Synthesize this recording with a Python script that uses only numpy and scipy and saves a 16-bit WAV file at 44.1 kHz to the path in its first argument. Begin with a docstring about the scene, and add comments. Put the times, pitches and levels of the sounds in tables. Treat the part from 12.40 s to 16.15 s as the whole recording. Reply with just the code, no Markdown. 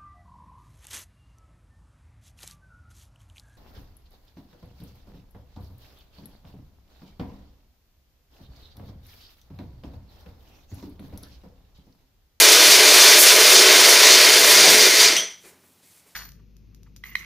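"""Grinding charcoal in a small blender

On a table in a little room, chunks crack on the blade, rattle round the cup and shake the base,
while fine grit sprays. The grinding dies away as the motor runs down, and the last chunks ring
the blade. Then the cup is twisted off and handled, with powder trickling inside."""
import sys
import numpy as np
from scipy import signal
from scipy.fft import rfft, irfft
from scipy.io import wavfile
from scipy.ndimage import uniform_filter1d, minimum_filter1d, map_coordinates

SR = 44100
rng = np.random.default_rng(int(sys.argv[2]) if len(sys.argv) > 2 else 0)


def wrap_up_sound(samples):
    """Save the sound to the file named by the first command line argument, as 16-bit audio."""
    columns = np.atleast_2d(samples).T
    # keep every value between -1 and 1, then stretch to whole-number steps
    tamed = np.clip(columns, -1, 1)
    steps = np.round(tamed * 32767).astype(np.int16)
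    wavfile.write(sys.argv[1], SR, steps)


N = 165375
T = np.arange(N) / SR
CHUNK_FALL_DB_S, RATTLE_FALL_DB_S, SHAKE_FALL_DB_S = 203, 174, 213  # fading as the motor stops
CHUNKS_PER_S, GRIT_PER_S, KNOCKS_PER_S = 5000, 7000, 1500

# tone of the blender's base: pitch_hz, level_db
BASE_TONE = [(30, -62.5), (135, -54), (240, -20), (310, -3), (430, -0.5), (650, -5.5), (900, -7.5),
             (2000, -29), (8000, -56.5)]


def undb(db):
    """Turn decibels into a gain to multiply by."""
    return 10 ** (np.asarray(db) / 20)


def unit(x):
    """Scale a sound to an average (rms) level of 1."""
    return x / np.sqrt(np.mean(x ** 2))


def walk(rate):
    """A smooth random wander, about 1 in size."""
    step = int(SR / rate)
    return unit(uniform_filter1d(np.repeat(rng.standard_normal(N // step + 1), step), step)[:N])


def colour(x, tone, modes=()):
    """Give a sound a broad tone, plus narrow peaks (modes) where an object rings."""
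    size = 2 ** 18
    f = np.arange(size // 2 + 1) * SR / size + 1e-3
    hz, db = np.array(tone).T
    shape = undb(np.interp(np.log(f), np.log(hz), db))
    lift = 1 + sum((undb(2 * up) - 1) / (1 + (2 * (f - pitch) / width) ** 2) ** 1.5
                   for pitch, width, up in modes)
    cepstrum = irfft(np.log(shape) + np.log(np.maximum(lift, 1e-2)) / 2)
    # make the ringing come after each hit, never before it
    cepstrum[1:size // 2] *= 2
    cepstrum[size // 2 + 1:] = 0
    return irfft(rfft(x, size) * np.exp(rfft(cepstrum)))[:N]


def impacts(rate, spread_db):
    """Random clicks, rate per second; spread_db sets how much their sizes differ."""
    hit = rng.random(N) < rate / SR
    size = np.minimum(rng.exponential(size=N), 4)
    sign = rng.choice([-1, 1], N)
    return unit(hit * sign * undb(spread_db * size))


def follow(curve, fall_db_s):
    """A gain that follows a level curve and dies away after its last point."""
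    times, db = np.array(curve).T
    return undb(np.interp(T, times, db) - fall_db_s * np.maximum(T - times[-1], 0))


def bursts(rows):
    """A gain made of bursts that each rise, hold and fade."""
    return sum(undb(db) * np.clip((T - start) / rise, 0, 1)
               * np.exp(-2 * np.maximum(T - start - rise - hold, 0) / release)
               for start, rise, hold, release, db in rows)


def fade(start, fade_s, rise_s=.0015):
    """A quick rise, and a fall of 60 dB over fade_s."""
    return np.clip((T - start) / rise_s, 0, 1) * 1000. ** (-np.maximum(T - start, 0) / fade_s)


def drift(x):
    """The shifting load bends the pitch by about 0.3 percent."""
    return map_coordinates(x, [np.arange(N) + np.cumsum(.003 * walk(5))], mode="mirror")


def swirling_load(turn_hz=25.07):
    """The charcoal circles the cup unevenly, so the level flutters."""
    angle = 2 * np.pi * np.cumsum(turn_hz * (1 + .15 * walk(12))) / SR
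    return undb(np.sin(angle) + .5 * walk(30))


def cracking_chunks(swirl):
    """Chunks crack brightly on the blade, with a surge when a big one is caught."""
    # strength of the cracking: time_s, level_db
    levels = [(0, -11), (.13, -11), (.25, -9.5), (.385, -13), (.5, -10), (.785, -10.5), (.8, -14),
              (.85, -11.5), (.92, -14), (.94, -14.5), (1.07, -11), (1.45, -11.5), (1.59, -11.5),
              (1.64, -11), (1.8, -11.5), (1.88, -12.5), (2.06, -13), (2.12, -10.5), (2.28, -9.5),
              (2.37, -14), (2.52, -15.5), (2.59, -12), (2.66, -10), (2.71, -17.5), (2.77, -22)]
    # tone of a crack: pitch_hz, level_db
    tone = [(300, -63), (1500, -19), (2800, -11), (3500, -1.5), (4500, 1.5), (6300, 0.5), (7600, -8),
            (9300, -10.5), (11500, -24), (15500, -19.5)]
    # ringing of a crack: pitch_hz, width_hz, lift_db
    modes = [(3530, 49, 8.5), (3730, 25, 4.5), (3780, 16, 2.4), (4220, 16, 5.5), (4345, 38, 7.2),
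             (4595, 20, 3.5), (4830, 29, 7.1), (5470, 8, 2.8), (5783, 27, 5), (6580, 30, 5)]
    # big chunks being crushed: start_s, hold_s, level_db
    big_chunks = [(.11, .03, -13), (.312, 0.022, -10.5), (.585, .045, -10), (.648, 0.039, -10.5),
                  (.862, 0.043, -9), (1.143, 0.038, -6.5), (1.635, 0.036, -12.5), (1.695, .05, -10),
                  (2.397, .045, -12), (2.592, 0.015, -13)]
    cracks = unit(colour(swirl * impacts(CHUNKS_PER_S, spread_db=2), tone, modes))
    surges = unit(colour(impacts(2200, spread_db=-.5), tone, modes))
    caught = bursts((start, .011, hold, .018, db) for start, hold, db in big_chunks)
    return undb(-2) * (cracks * follow(levels, CHUNK_FALL_DB_S) + surges * caught)


def rattling_cup(swirl, wall_growth_db_s=5.5):
    """Chunks rattle in the hollow cup, whose wall rings more freely as they turn to powder."""
    # strength of the rattle: time_s, level_db
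    levels = [(0, -14.5), (.52, -14), (.57, -12), (.66, -12), (.74, -15), (.785, -14.5), (.802, -22),
              (.85, -13), (.92, -13), (.94, -21.5), (.98, -14.5), (1.25, -14.5), (1.3, -13), (1.53, -16),
              (1.68, -13.5), (2.08, -17), (2.22, -14.5), (2.5, -19), (2.58, -19), (2.62, -16),
              (2.68, -19.5), (2.78, -28)]
    # tone of the cup's wall: pitch_hz, level_db
    wall_tone = [(300, -69.5), (1500, -24.5), (1850, -6.5), (2090, 1), (2400, -11), (2900, -24.5),
                 (15000, -68)]
    # tone of the hollow cup: pitch_hz, level_db
    cup_tone = [(100, -63), (200, -48.5), (550, -14), (850, -7.5), (1400, -3.5), (2200, 0), (2800, -1.5),
                (4000, -7.5), (7000, -17.5), (15000, -38.5)]
    # ringing of the cup: pitch_hz, width_hz, lift_db
    modes = [(993, 29, 7), (1497, 13, 8.1), (2399, 33, 7), (3080, 57, 7.8)]
    wall = unit(colour(swirl * impacts(CHUNKS_PER_S, spread_db=2), wall_tone))
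    wall *= undb(-20 + wall_growth_db_s * T)
    hollow = unit(colour(swirl * impacts(CHUNKS_PER_S, spread_db=2), cup_tone, modes))
    return (undb(-1.5) * drift(hollow) + wall) * follow(levels, RATTLE_FALL_DB_S)


def spraying_grit(swirl):
    """Tiny hits of grit blend into a hiss, with a puff when a chunk shatters."""
    # strength of the spray: time_s, level_db
    levels = [(0, -12), (.08, -20), (.13, -15), (.2, -20), (.3, -14.5), (.4, -20.5), (.65, -14), (.73, -18),
              (.87, -15), (.99, -18.5), (1.14, -16), (1.25, -20.5), (1.42, -19), (1.85, -20), (2.25, -20),
              (2.46, -20.5), (2.52, -24), (2.62, -18.5), (2.7, -29.5), (2.74, -33.5)]
    # tone of the spray: pitch_hz, level_db
    spray_tone = [(500, -40), (3000, -9), (6000, 1), (8200, -1), (9200, 4), (11500, 0.5), (15500, -2.5)]
    # shattering chunks: start_s, rise_s, hold_s, release_s, level_db
    shatters = [(.778, 0.015, 0.028, .045, -10.5), (1.465, .015, .03, 0.046, -19.5),
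                (1.985, 0.0043, .012, 0.022, -19), (2.055, 0.011, .075, .04, -18),
                (2.298, 0.0055, .02, .03, -18.5)]
    # tone of a puff: pitch_hz, level_db
    puff_tone = [(1000, -41), (4000, -13), (7000, -0.5), (9500, 1), (12500, 1), (15500, -4.5)]
    spray = unit(colour(swirl * impacts(GRIT_PER_S, spread_db=1.5), spray_tone))
    puffs = unit(colour(swirl * impacts(GRIT_PER_S, spread_db=1.5), puff_tone))
    return undb(.5) * spray * follow(levels, CHUNK_FALL_DB_S) + puffs * bursts(shatters)


def shaking_base(knocks):
    """Knocks from the chunks make the base ring with low notes."""
    # strength of the shaking: time_s, level_db
    levels = [(0, -20.5), (.78, -20.5), (.802, -23), (.84, -22.5), (1.05, -20.5), (1.33, -19.5), (1.5, -22),
              (2.18, -22), (2.26, -24.5), (2.48, -22), (2.52, -28), (2.72, -26.5), (2.83, -39)]
    # ringing of the base: pitch_hz, width_hz, lift_db
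    modes = [(298.5, 16, 6.5), (353, 12, 5.5), (377.6, 12, 12.5), (412, 14, 6.5), (433.8, 11, 15),
             (494.8, 7.9, 15), (594, 29, 10), (610, 20, 13.5), (670.8, 20, 14)]
    return undb(-1.7) * drift(unit(colour(knocks, BASE_TONE, modes))) * follow(levels, SHAKE_FALL_DB_S)


def booming_table(knocks):
    """The same knocks make the table top boom."""
    # strength of the boom: time_s, level_db
    levels = [(0, -50), (.18, -55), (.21, -47), (.42, -48.5), (.48, -50), (2.07, -47), (2.29, -38),
              (2.45, -40), (2.49, -49), (2.62, -46.5), (2.8, -48)]
    # tone of the table top: pitch_hz, level_db
    tone = [(30, -54), (120, -46.5), (160, -6), (200, -8.5), (240, -0.5), (330, -15.5), (600, -42),
            (8000, -69.5)]
    # ringing of the table top: pitch_hz, width_hz, lift_db
    modes = [(175, 18, 8)]
    return unit(colour(knocks, tone, modes)) * follow(levels, SHAKE_FALL_DB_S)


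def background():
    """Quiet room air with a low appliance hum."""
    # notes of the hum: pitch_hz, level_db
    notes = [(87, -76.5), (130, -78.5), (177, -75)]
    # tone of the air: pitch_hz, level_db
    air_tone = [(18, -93), (45, -48), (75, -12.5), (154, -18), (211, -7), (374, -14.5), (1060, -18),
                (1600, -21.5), (15000, -23)]
    hum = sum(undb(db) * np.sqrt(2) * np.sin(2 * np.pi * (hz * T + rng.random())) for hz, db in notes)
    return hum + undb(-60.5) * unit(colour(rng.standard_normal(N), air_tone))


def jammed_chunk(knocks):
    """A jammed chunk jolts the whole base."""
    # the jolt: start_s, rise_s, hold_s, release_s, level_db
    jolts = [(2.235, 0.0088, 0.039, .025, -20.5)]
    return unit(colour(knocks, BASE_TONE)) * bursts(jolts)


def ringing_blade():
    """Each strike gives a short crack and the steel blade rings; its highest notes fade first."""
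    # last chunks hitting the blade: start_s, level_db
    pings = [(2.765, -17), (2.797, -36), (2.9, -48)]
    # tone of the crack: pitch_hz, level_db
    tone = [(80, -65), (700, -23), (3100, 11), (4300, -8), (6000, 1), (7500, -9), (15000, -14)]
    # clusters of close blade notes: pitch_hz, width_hz, level_db, fade_s
    clusters = [(3240, 310, -5.5, 0.32), (5970, 350, -1.5, 0.31), (9000, 520, -12, 0.22),
                (12000, 900, -18, 0.17)]
    strikes = lambda fade_s: sum(undb(db) * fade(start, fade_s) for start, db in pings)
    sound = undb(-1.5) * strikes(fade_s=.11) * unit(colour(rng.standard_normal(N), tone))
    for hz, width, db, fade_s in clusters:
        band = signal.butter(2, [hz - width / 2, hz + width / 2], "band", fs=SR, output="sos")
        sound += undb(db) * strikes(fade_s) * unit(signal.sosfilt(band, rng.standard_normal(N)))
    return sound


def handling_cup(knock_rise_s=.014):
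    """The plastic cup knocks softly as it unlocks, and rubs on the base and in the hand."""
    # knocks of cup and hands: start_s, level_db, fade_s
    bumps = [(3.036, -47, 0.39), (3.125, -61.5, .2), (3.225, -60, .3), (3.655, -58.5, .3)]
    # tone of a knock: pitch_hz, level_db
    knock_tone = [(60, -34), (180, -6), (420, 2), (700, -9), (1400, -9), (2300, -7), (3500, -18),
                  (15000, -24)]
    # slides of the cup: start_s, rise_s, hold_s, release_s, level_db
    rubs = [(2.99, .07, .03, .05, -53), (3.422, 0.0084, 0.17, 0.076, -59.5), (3.664, .006, .05, .08, -63)]
    # tone of a slide: pitch_hz, level_db
    rub_tone = [(200, -2), (900, -14), (2200, 4), (3000, -3), (4200, 0.5), (7000, 1), (10000, 1.5),
                (15000, -8)]
    push = sum(undb(db) * fade(start, fade_s) * np.clip((T - start) / knock_rise_s, 0, 1)
               for start, db, fade_s in bumps)
    knocks = push * unit(colour(impacts(4000, spread_db=.5), knock_tone))
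    slides = bursts(rubs) * unit(colour(impacts(3500, spread_db=-.5), rub_tone))
    return knocks + slides


def trickling_powder():
    """Powder trickles inside the cup as it is lifted and tipped."""
    # trickles: start_s, rise_s, hold_s, release_s, level_db
    trickles = [(3.052, .01, .03, .04, -53.5), (3.228, .008, .09, .05, -64.5),
                (3.452, .006, 0.12, .05, -59), (3.664, .003, .012, .04, -62)]
    # tone of the powder: pitch_hz, level_db
    tone = [(1000, -30), (5500, -16), (8500, 1), (11000, 0), (15000, -2)]
    return bursts(trickles) * unit(colour(impacts(2500, spread_db=2), tone))


def room(x, echo_db=-11):
    """The little room adds a short echo whose treble dies first."""
    t = T[:SR // 2]
    tail = 0
    for side, fade_s in (("low", .39), ("high", .16)):
        noise = rng.standard_normal(len(t)) * (t > .003)
        band = signal.butter(2, 6500, side, fs=SR, output="sos")
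        tail += signal.sosfilt(band, noise) * 1000. ** (-t / fade_s)
    echo = signal.fftconvolve(x, tail / np.linalg.norm(tail))[:N]
    return (x + undb(echo_db) * echo) / np.hypot(1, undb(echo_db))


def scene():
    """Everything reaches one microphone, the same in both channels."""
    swirl = swirling_load()
    chunks = cracking_chunks(swirl)
    rattle = rattling_cup(swirl)
    grit = spraying_grit(swirl)
    knocks = impacts(KNOCKS_PER_S, spread_db=1.44)
    mix = shaking_base(knocks) + booming_table(knocks)
    mix += room(chunks + jammed_chunk(knocks)) + room(rattle) + room(grit, echo_db=-6.5)
    mix += ringing_blade()
    mix += room(handling_cup() + trickling_powder(), echo_db=-8.5)
    return np.tile(mix + background(), (2, 1))


def record(dry):
    """A fast limiter turns down the loudest peaks, then the highest treble is cut."""
    limit_db, window_s, top_hz = -.28, .0017, 15500
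    size = int(window_s * SR)
    gain = np.minimum(1, undb(limit_db) / (np.abs(dry) + 1e-9))
    gain = uniform_filter1d(minimum_filter1d(gain, size), size)
    return signal.sosfilt(signal.ellip(12, .1, 80, top_hz, fs=SR, output="sos"), dry * gain)


dry = scene()
out = record(dry)
wrap_up_sound(out)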